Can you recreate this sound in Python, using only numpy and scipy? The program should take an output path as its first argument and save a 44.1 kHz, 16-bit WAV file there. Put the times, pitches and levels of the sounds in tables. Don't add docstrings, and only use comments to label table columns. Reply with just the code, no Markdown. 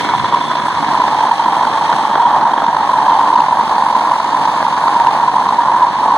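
import sys
import numpy as np
from scipy import signal
from scipy.fft import rfft, irfft, next_fast_len
from scipy.io import wavfile
from scipy.ndimage import uniform_filter1d, minimum_filter1d, map_coordinates

SR = 44100
rng = np.random.default_rng(int(sys.argv[2]) if len(sys.argv) > 2 else 0)


def bounce(signal):
    frames = np.transpose(np.atleast_2d(signal))
    limited = np.clip(frames, -1, 1)
    pcm = np.round(limited * 32767).astype(np.int16)
    wavfile.write(sys.argv[1], SR, pcm)


N = 272097
TIME = np.arange(N) / SR
STROKE_HZ = 47.45


def flame(throb_db, flicker_db, flicker_hz):
    # t/s, hoot before trim/dB
    hoot_drive = [(0.0, -17), (0.8, -15), (1.05, -11.5), (1.5, -12), (2.08, -12.5), (2.27, -8), (2.55, -12),
                  (2.85, -11.5), (3.12, -8), (3.6, -11.5), (3.9, -10), (4.25, -12), (4.8, -13), (5.05, -10),
                  (5.5, -12.5), (6.15, -7.5)]
    # t/s, f/Hz, width/Hz
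    can_pitch = [(0.0, 968, 36.3), (0.75, 967.5, 36), (0.92, 935.4, 103), (1.37, 924, 107.4),
                 (2.65, 928.7, 103), (3.0, 927.5, 103), (4.2, 938.7, 98.5), (6.15, 956.7, 81)]
    # t/s, level change/dB, time to 1/e/s
    falters = [(0.457, -4, 0.04), (1.343, -4, 0.047), (2.066, -1.5, 0.027), (3.505, -2, 0.064),
               (3.662, -5.5, 0.02), (4.207, -3, 0.058), (5.307, -5, 0.021), (5.943, -4.5, 0.068)]
    # f/Hz, density/dB
    feed = [(300, -38), (520, -3.5), (700, 1), (850, 3.5), (950, -1.5), (1100, 4), (1300, -12.5),
            (2000, -19)]
    # f/Hz, density/dB
    roar_colour = [(250, -47), (450, -8), (700, -1), (1100, 7.5), (1350, 0.5), (1550, -1), (1800, -0.5),
                   (2100, -21), (2400, -19), (3000, -69)]
    # f/Hz, density/dB
    edge_colour = [(1500, -36), (1800, -11), (2050, -3), (2220, 7), (2450, -38), (3000, -69)]
    # f/Hz, gain/dB
    rumble_colour = [(30, -44), (60, -47.5), (110, -12.5), (160, 0), (210, 1.5), (300, 2.5), (370, -2),
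                     (500, -3.5), (800, -2.5), (1500, -55)]
    # f/Hz, density/dB
    billow_colour = [(20, -37), (40, -20), (65, -18), (90, 3.5), (120, 4), (165, 4), (240, -19), (600, -85)]
    # f/Hz, density/dB
    puff_colour = [(50, -52), (110, -18.5), (220, -2), (450, -10), (700, 7), (950, 2), (1250, 4.5),
                   (1800, -3), (2350, -27), (3000, -65)]
    hoot_trim_db, puff_db = -1.93, -18.5
    roar_start_db, roar_follows, roar_sink_db_per_s = -21, 0.3, 0.3
    shake = 0.35

    (hoot_db,), (can_hz, can_width_hz) = in_time(hoot_drive), in_time(can_pitch)
    roar_db = roar_start_db + roar_follows * (hoot_db - hoot_db.mean()) - roar_sink_db_per_s * TIME
    rumble_db, billow_db, edge_db = plume_levels()
    falter = from_db(sum(db * bump(s, half_s) for s, db, half_s in falters))
    burning_db = throb_db * strokes(0) + flicker_db * drift(flicker_hz)
    inside, outside = (pops(per_s=1800, fizz=0.23) * from_db(burning_db) for place in range(2))

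    ringing = resonate(colour(inside, feed), can_hz, can_width_hz)
    ringing = steady(ringing * from_db(0.13 * burning_db))
    hoot = from_db(hoot_db + hoot_trim_db) * ringing

    outside = outside * uniform_filter1d(swing_of(ringing), size=SR // 300) ** shake
    roar = from_db(roar_db) * steady(colour(outside, roar_colour))
    roar = roar + from_db(edge_db) * rms_one(colour(outside, edge_colour))

    plume_pops = pops(per_s=600, fizz=0.35) * from_db(0.87 * burning_db)
    rumble = from_db(rumble_db) * rms_one(colour(plume_pops, rumble_colour))
    billow = from_db(billow_db) * rms_one(colour(white(), billow_colour))

    ring, surge, prior = flares(can_hz, detune_hz=35.6, prior_s=0.003, lead_s=0.0035)
    turbulence = (1 - surge) * saturate(hoot * prior + roar * prior ** 0.59, top=0.65)
    puffs = from_db(puff_db) * surge * rms_one(colour(white(), puff_colour))
    return falter * (turbulence + rumble + billow) + ring + puffs


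def flares(can_hz, detune_hz, prior_s, lead_s):
    # t of peak/s, peak level/dB, half length/s, level change just before/dB
    mist_pockets = [(0.0965, -5.5, 0.004, 2), (0.138, 3.5, 0.0013, -8), (0.148, -7.5, 0.0046, 12),
                    (0.2, -7, 0.0036, -8), (0.246, -3.5, 0.0029, -9), (0.326, -1.5, 0.0011, 0),
                    (0.3463, 4, 0.0028, 8), (0.363, -7.5, 0.0021, -3.5), (0.4127, -7, 0.0043, -6),
                    (0.513, -9, 0.0083, 4), (0.556, -6.5, 0.0037, 0), (0.6843, -3.5, 0.0019, -11),
                    (0.9457, 1.5, 0.00091, -7), (0.953, -2.5, 0.003, -8), (0.977, -2.5, 0.0011, 0.5),
                    (1.004, -3.5, 0.0072, -14), (1.02, -2, 0.0033, -3), (1.04, -2, 0.0027, -6),
                    (1.1479, -4, 0.0012, -1), (1.208, -4.5, 0.0026, -11), (1.237, -2.5, 0.0053, 6),
                    (1.3163, 4, 0.0039, -17), (1.398, -3.5, 0.004, -4), (1.4623, -3, 0.004, -8),
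                    (1.485, -1.5, 0.0041, -4), (1.568, -4, 0.0036, 5), (1.577, -5.5, 0.0029, -21),
                    (1.612, 0, 0.0015, -2), (1.634, -4, 0.003, 5), (1.813, -5.5, 0.0035, -12),
                    (1.896, -3, 0.0035, -8), (1.9177, 0, 0.0017, 3), (2.0534, 3, 0.0012, -2),
                    (2.113, -4, 0.0019, -14), (2.159, 3, 0.00075, 2), (2.2026, -1.5, 0.0054, -11),
                    (2.2335, -5, 0.0055, 5), (2.257, 0.3, 0.005, -13), (2.339, -4, 0.0036, -4),
                    (2.348, -1.5, 0.0011, -1), (2.369, 2.5, 0.00084, 6), (2.416, -9, 0.0049, -5),
                    (2.456, -3.5, 0.0058, -17), (2.4686, -4, 0.003, -2), (2.5363, -3, 0.0025, -10),
                    (2.621, 3, 0.00067, 1), (2.666, -3.5, 0.0022, -22), (2.684, -5, 0.0048, -2),
                    (2.768, -0.5, 0.002, -18), (2.833, -5.5, 0.0026, -4), (2.895, -2.5, 0.0051, -2),
                    (2.938, -3, 0.0057, -3.5), (2.96, -8, 0.0068, -13), (2.987, -2, 0.0039, -4),
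                    (3.0464, -12.5, 0.0021, -9), (3.084, 0, 0.0038, -15), (3.098, 1, 0.0036, 8),
                    (3.122, -3, 0.005, 0), (3.133, -4, 0.0035, -3), (3.153, -2, 0.0021, -6),
                    (3.195, 3.5, 0.0023, -4), (3.234, -5, 0.0029, 1), (3.304, -2.5, 0.003, -16),
                    (3.3305, 0, 0.0029, -15), (3.3594, 3.5, 0.0043, -19), (3.3775, -1.5, 0.003, -8.5),
                    (3.391, -1, 0.003, 0.5), (3.4047, 4, 0.0021, -9), (3.486, -1.5, 0.0028, -14),
                    (3.5113, -5, 0.0023, -18), (3.5276, 1, 0.0041, 10), (3.5722, -2.5, 0.0022, -15),
                    (3.596, -2.5, 0.0041, 3), (3.6107, -0.5, 0.0015, -5), (3.782, 1.5, 0.0015, -9),
                    (3.824, 2, 0.0026, -6.5), (3.8665, 0, 0.003, -4), (3.888, -5, 0.0036, -17),
                    (3.929, -4.5, 0.0034, -29), (3.953, -1, 0.004, -13.5), (4.011, -6.5, 0.0047, -16),
                    (4.1188, 5, 0.0015, 9), (4.138, -6, 0.0053, 4), (4.202, -5.5, 0.0037, -3),
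                    (4.349, -3, 0.004, -19), (4.4554, -3, 0.0034, 2.5), (4.476, -2, 0.0017, -17),
                    (4.6283, -0.5, 0.001, 3), (4.6523, -3.5, 0.0034, -7), (4.6675, -2.5, 0.0021, -15.5),
                    (4.7283, -6.5, 0.0053, -11), (4.84, -2, 0.0026, -2), (4.8805, -4, 0.0037, 10),
                    (4.9653, -1.5, 0.005, -4.5), (5.008, -2, 0.003, 16), (5.028, -14.5, 0.004, 8),
                    (5.0713, 5.5, 0.0027, 4.5), (5.201, -4, 0.0029, -20), (5.237, 0.5, 0.0022, 4.5),
                    (5.282, -0.5, 0.0036, -8), (5.3665, -1, 0.0031, 7), (5.3833, -3, 0.0026, -10),
                    (5.425, -6, 0.0032, 0), (5.491, -2.5, 0.0028, -20.5), (5.5096, -3, 0.0015, -6),
                    (5.534, -6.5, 0.0042, 5), (5.59, 1.5, 0.0049, 2.5), (5.6855, 1, 0.002, -1.5),
                    (5.748, -2.5, 0.0055, 3), (5.822, 1.5, 0.0046, 3), (5.833, 4.5, 0.0045, -3),
                    (6.066, -7.5, 0.0026, 11), (6.109, -3.5, 0.0039, -7)]
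    rise, tail = 0.9, 1.35
    sag_hz = 64

    ring, surge, change_db = np.zeros((3, N))
    draws = rng.uniform(-0.998, 1, (len(mist_pockets), 2))
    for (s, db, half_s, prior_db), (turn, detune) in zip(mist_pockets, draws):
        span = slice(int(s * SR) - SR // 20, int(s * SR) + SR // 20)
        since = TIME[span] - s
        swell = np.exp(-(since / half_s / np.where(since > 0, tail, rise)) ** 2)
        hz = can_hz[span] + detune_hz * detune + sag_hz * (1 - np.tanh(since / half_s)) / 2
        ring[span] += from_db(db) * swell * np.sin(np.pi * turn + 2 * np.pi * np.cumsum(hz) / SR)
        surge[span] += swell
        before = since + rise * half_s + lead_s
        change_db[span] += prior_db * np.exp(-(before / prior_s) ** 2)
    return ring, np.minimum(surge, 1), from_db(change_db)


def plume_levels():
    # t/s, rumble change/dB, billow change/dB
    whoomps = [(.23, -3.5, 10), (.77, -4, 12), (.98, 1, 2), (1.92, 3, 2.5)]
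    shrink_s, whoomp_s = 0.88, 0.096
    length = np.exp(-TIME / shrink_s)
    rumble_db = -30 + 6 * length
    billow_db = -54 + 13 * length
    edge_db = -53.5 + 18.5 * length
    for s, rumble_rise_db, billow_rise_db in whoomps:
        swell = bump(s, whoomp_s)
        rumble_db = rumble_db + rumble_rise_db * swell
        billow_db = billow_db + billow_rise_db * swell
    return rumble_db, billow_db, edge_db


def pops(per_s, fizz):
    clicks = (rng.random(N) < per_s / SR) * rng.choice([-1, 1], N)
    return rms_one(clicks) + fizz * white()


def saturate(x, top):
    return x / (1 + (swing_of(x) / top) ** 6) ** (1 / 6)


def spits():
    # t/s, envelope peak/dB
    burst_peaks = [(0.09, -13.5), (0.2456, -15), (0.5163, -18), (0.5546, -19), (1.316, -11.5),
                   (1.6524, -14), (1.9296, -11), (2.156, -13), (2.4123, -17.5), (3.4073, -13.5),
                   (3.6792, -13.5), (3.7828, -15), (4.628, -11), (4.882, -12.5), (5.0705, -9.5),
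                   (5.621, -17)]
    # f/Hz, density/dB
    spit_colour = [(60, -48.5), (130, -19), (220, -3), (450, -7), (900, 3.5), (1400, 5.5), (1900, -3),
                   (2500, -37), (3300, -17.5), (4400, -14.5), (5500, -31), (10000, -48)]
    half_s = 0.0024
    envelope = sum(from_db(db) * bump(s, half_s) for s, db in burst_peaks)
    return envelope * rms_one(colour(white(), spit_colour))


def upper_ring(shaking, half_width_hz, throb_db):
    # t/s, f/Hz, level/dB
    ring_path = [(0, 3400, -38), (.5, 3430, -32.5), (.75, 3407, -42.5), (1.4, 3233, -40.5),
                 (2.0, 3280, -39.5), (2.3, 3290, -36), (2.45, 3270, -51), (2.6, 3250, -37.5),
                 (2.72, 3244, -54), (3.15, 3160, -37), (3.5, 3310, -56)]
    sputter = 1.25
    hz, db = in_time(ring_path)
    phase = 2 * np.pi * np.cumsum(hz) / SR
    band = drift(half_width_hz) * np.cos(phase) + drift(half_width_hz) * np.sin(phase)
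    throb = from_db(throb_db * strokes(-0.0025))
    return from_db(db) * steady(band * shaking ** sputter * throb)


def air_jet(shaking, throb_db):
    # t/s, hiss before trim/dB
    jet_flow = [(0.0, -31), (0.2, -35.5), (0.65, -36), (1.05, -34), (1.6, -36), (1.9, -34), (2.45, -39),
                (3.15, -36.5), (3.5, -37), (4.65, -35.5), (5.25, -37), (5.9, -38), (6.15, -38)]
    # t/s, frequency ratio, share of the opposed hiss added to the common hiss
    hiss_shift = [(0, 0.972, 0.087), (1.2, 0.985, 0.09), (2.2, 0.97, 0.1), (3.2, 1, 0.054),
                  (4.5, 1.025, 0.13), (6.15, 0.98, 0.14)]
    # f/Hz, density before the shift/dB
    hiss_mid = [(1000, -19.5), (2100, 2.5), (2450, -20), (2750, -13), (3200, 0.5), (3700, 2), (4450, -0.5),
                (5100, -16.5), (6100, -7.5), (7400, -15.5), (7800, -21), (8700, -14), (11000, -23),
                (13000, -33), (14500, -38.5)]
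    # f/Hz, density before the shift/dB
    hiss_side = [(1000, -29), (1700, -10), (2200, 4.5), (2800, 4), (3350, -5), (3850, -4.5), (4600, -5.5),
                 (5900, -5.5), (6500, -22.5), (7400, -9), (9300, -20.5), (10900, -17.5), (11800, -31),
                 (15000, -36)]
    trim_db, jet_shake = 2.5, 0.22

    (hiss_db,), (ratio, side_share) = in_time(jet_flow), in_time(hiss_shift)
    mid, side = (map_coordinates(colour(white(), shape), [np.cumsum(ratio)], order=3, mode="mirror")
                 for shape in (hiss_mid, hiss_side))
    ports = mid + side_share * side + side * np.array([[1], [-1]])
    hiss = from_db(hiss_db + trim_db) * ports / np.std(mid)
    fine = np.array([colour(x, [(5000, -36), (8000, 1.0)]) for x in hiss])
    coarse = (hiss - fine) * from_db(throb_db * strokes(-0.0012) + 1.2 * drift(73))
    fine = fine * from_db(0.76 * strokes(-0.0056) + 1.1 * drift(13))
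    return (coarse + fine) * rms_one(shaking ** jet_shake)


def compressor(waver):
    # multiple of the stroke rate, rms level/dB
    overtones = [(2, -52), (3, -48), (31, -43), (37, -56), (40, -55), (61, -60), (62, -59), (63, -58),
                 (72, -53), (74, -54), (79, -55)]
    out = np.zeros((2, N))
    for multiple, db in overtones:
        phase = 2 * np.pi * multiple * STROKE_HZ * TIME + waver * drift(1.8)
        out += from_db(db) * np.sqrt(2) * np.sin(phase + rng.uniform(0, np.pi, (2, 1)))
    return out


def strokes(lag_s):
    first_peak_s = 0.0092
    return np.cos(2 * np.pi * STROKE_HZ * (TIME - first_peak_s - lag_s))


def resonate(x, hz, width_hz):
    r = np.exp(-np.pi * width_hz / SR)
    out, state, size = np.zeros(N), np.zeros(2), 2 ** 9
    for i in range(0, N, size):
        poles = [1, -2 * r[i] * np.cos(2 * np.pi * hz[i] / SR), r[i] ** 2]
        out[i:i + size], state = signal.lfilter([1, 0, -1], poles, x[i:i + size] + 1e-18, zi=state)
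    return out * (1 - r * r) / 2


def colour(x, spectrum, turn=1):
    size = next_fast_len(N + SR // 10)
    hz, db = np.transpose(spectrum)
    bins_hz = np.arange(size // 2 + 1) * SR / size
    gain = from_db(np.interp(np.log(bins_hz + 1e-9), np.log(hz), db))
    return irfft(rfft(x, size) * gain * turn, size)[:N]


def white():
    return rng.standard_normal(N)


def drift(rate_hz):
    lowpass = signal.butter(2, rate_hz, fs=SR, output="sos")
    slow = signal.sosfilt(lowpass, rng.standard_normal(N + SR))
    return rms_one(slow[SR:])


def steady(x):
    return x / np.sqrt(uniform_filter1d(x ** 2, size=SR // 14) + 1e-12)


def swing_of(x):
    return np.abs(signal.hilbert(x, next_fast_len(N))[:N])


def bump(s, half_s):
    return np.exp(-np.minimum(((TIME - s) / half_s) ** 2, 50))


def in_time(rows):
    s, *columns = np.transpose(rows)
    return [np.interp(TIME, s, c) for c in columns]


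def from_db(db):
    return 10 ** (np.asarray(db) / 20)


def rms_one(x):
    return x / np.sqrt(np.mean(x ** 2) + 1e-20)


def scene():
    # f/Hz, side minus mid/dB
    port_spread = [(30, -6), (90, 4), (170, -3.5), (300, -9.5), (500, -12.5), (950, -19), (1500, -45),
                   (2500, 0)]
    # f/Hz, left minus right/dB
    tilt = [(60, 5), (130, 1), (300, -1), (1000, -1.1), (2200, -1), (3400, -3.5), (4400, -3), (5500, -1.5),
            (7500, 1.5), (12000, 0.5)]
    echo_s, echo_db = 0.01365, -12.5

    fire = flame(throb_db=1.5, flicker_db=1.34, flicker_hz=61) + spits()
    shaking = steady(uniform_filter1d(swing_of(fire), size=SR // 200))
    high_ring = upper_ring(shaking, half_width_hz=82, throb_db=2.0)
    fire = fire + from_db(echo_db) * np.interp(TIME - echo_s, TIME, fire, left=0)
    at_ports = fire + colour(fire, port_spread, turn=1j) * np.array([[1], [-1]])
    jet = air_jet(shaking, throb_db=0.67)
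    left, right = at_ports + high_ring + jet + compressor(waver=0.5)
    half_tilt = np.array(tilt) * [1, 0.5]
    return np.array([colour(left, half_tilt), colour(right, half_tilt * [1, -1])])


def record(dry):
    range_db, cutoff_hz = 3.3, 15300
    needed = 1 / np.clip(np.abs(dry).max(axis=0), 1, from_db(range_db))
    gain = uniform_filter1d(minimum_filter1d(needed, size=SR // 500), size=SR // 500)
    lowpass = signal.cheby1(12, 0.1, cutoff_hz, fs=SR, output="sos")
    return signal.sosfilt(lowpass, np.clip(dry * gain, -1, 1))


dry = scene()
out = record(dry)
bounce(out)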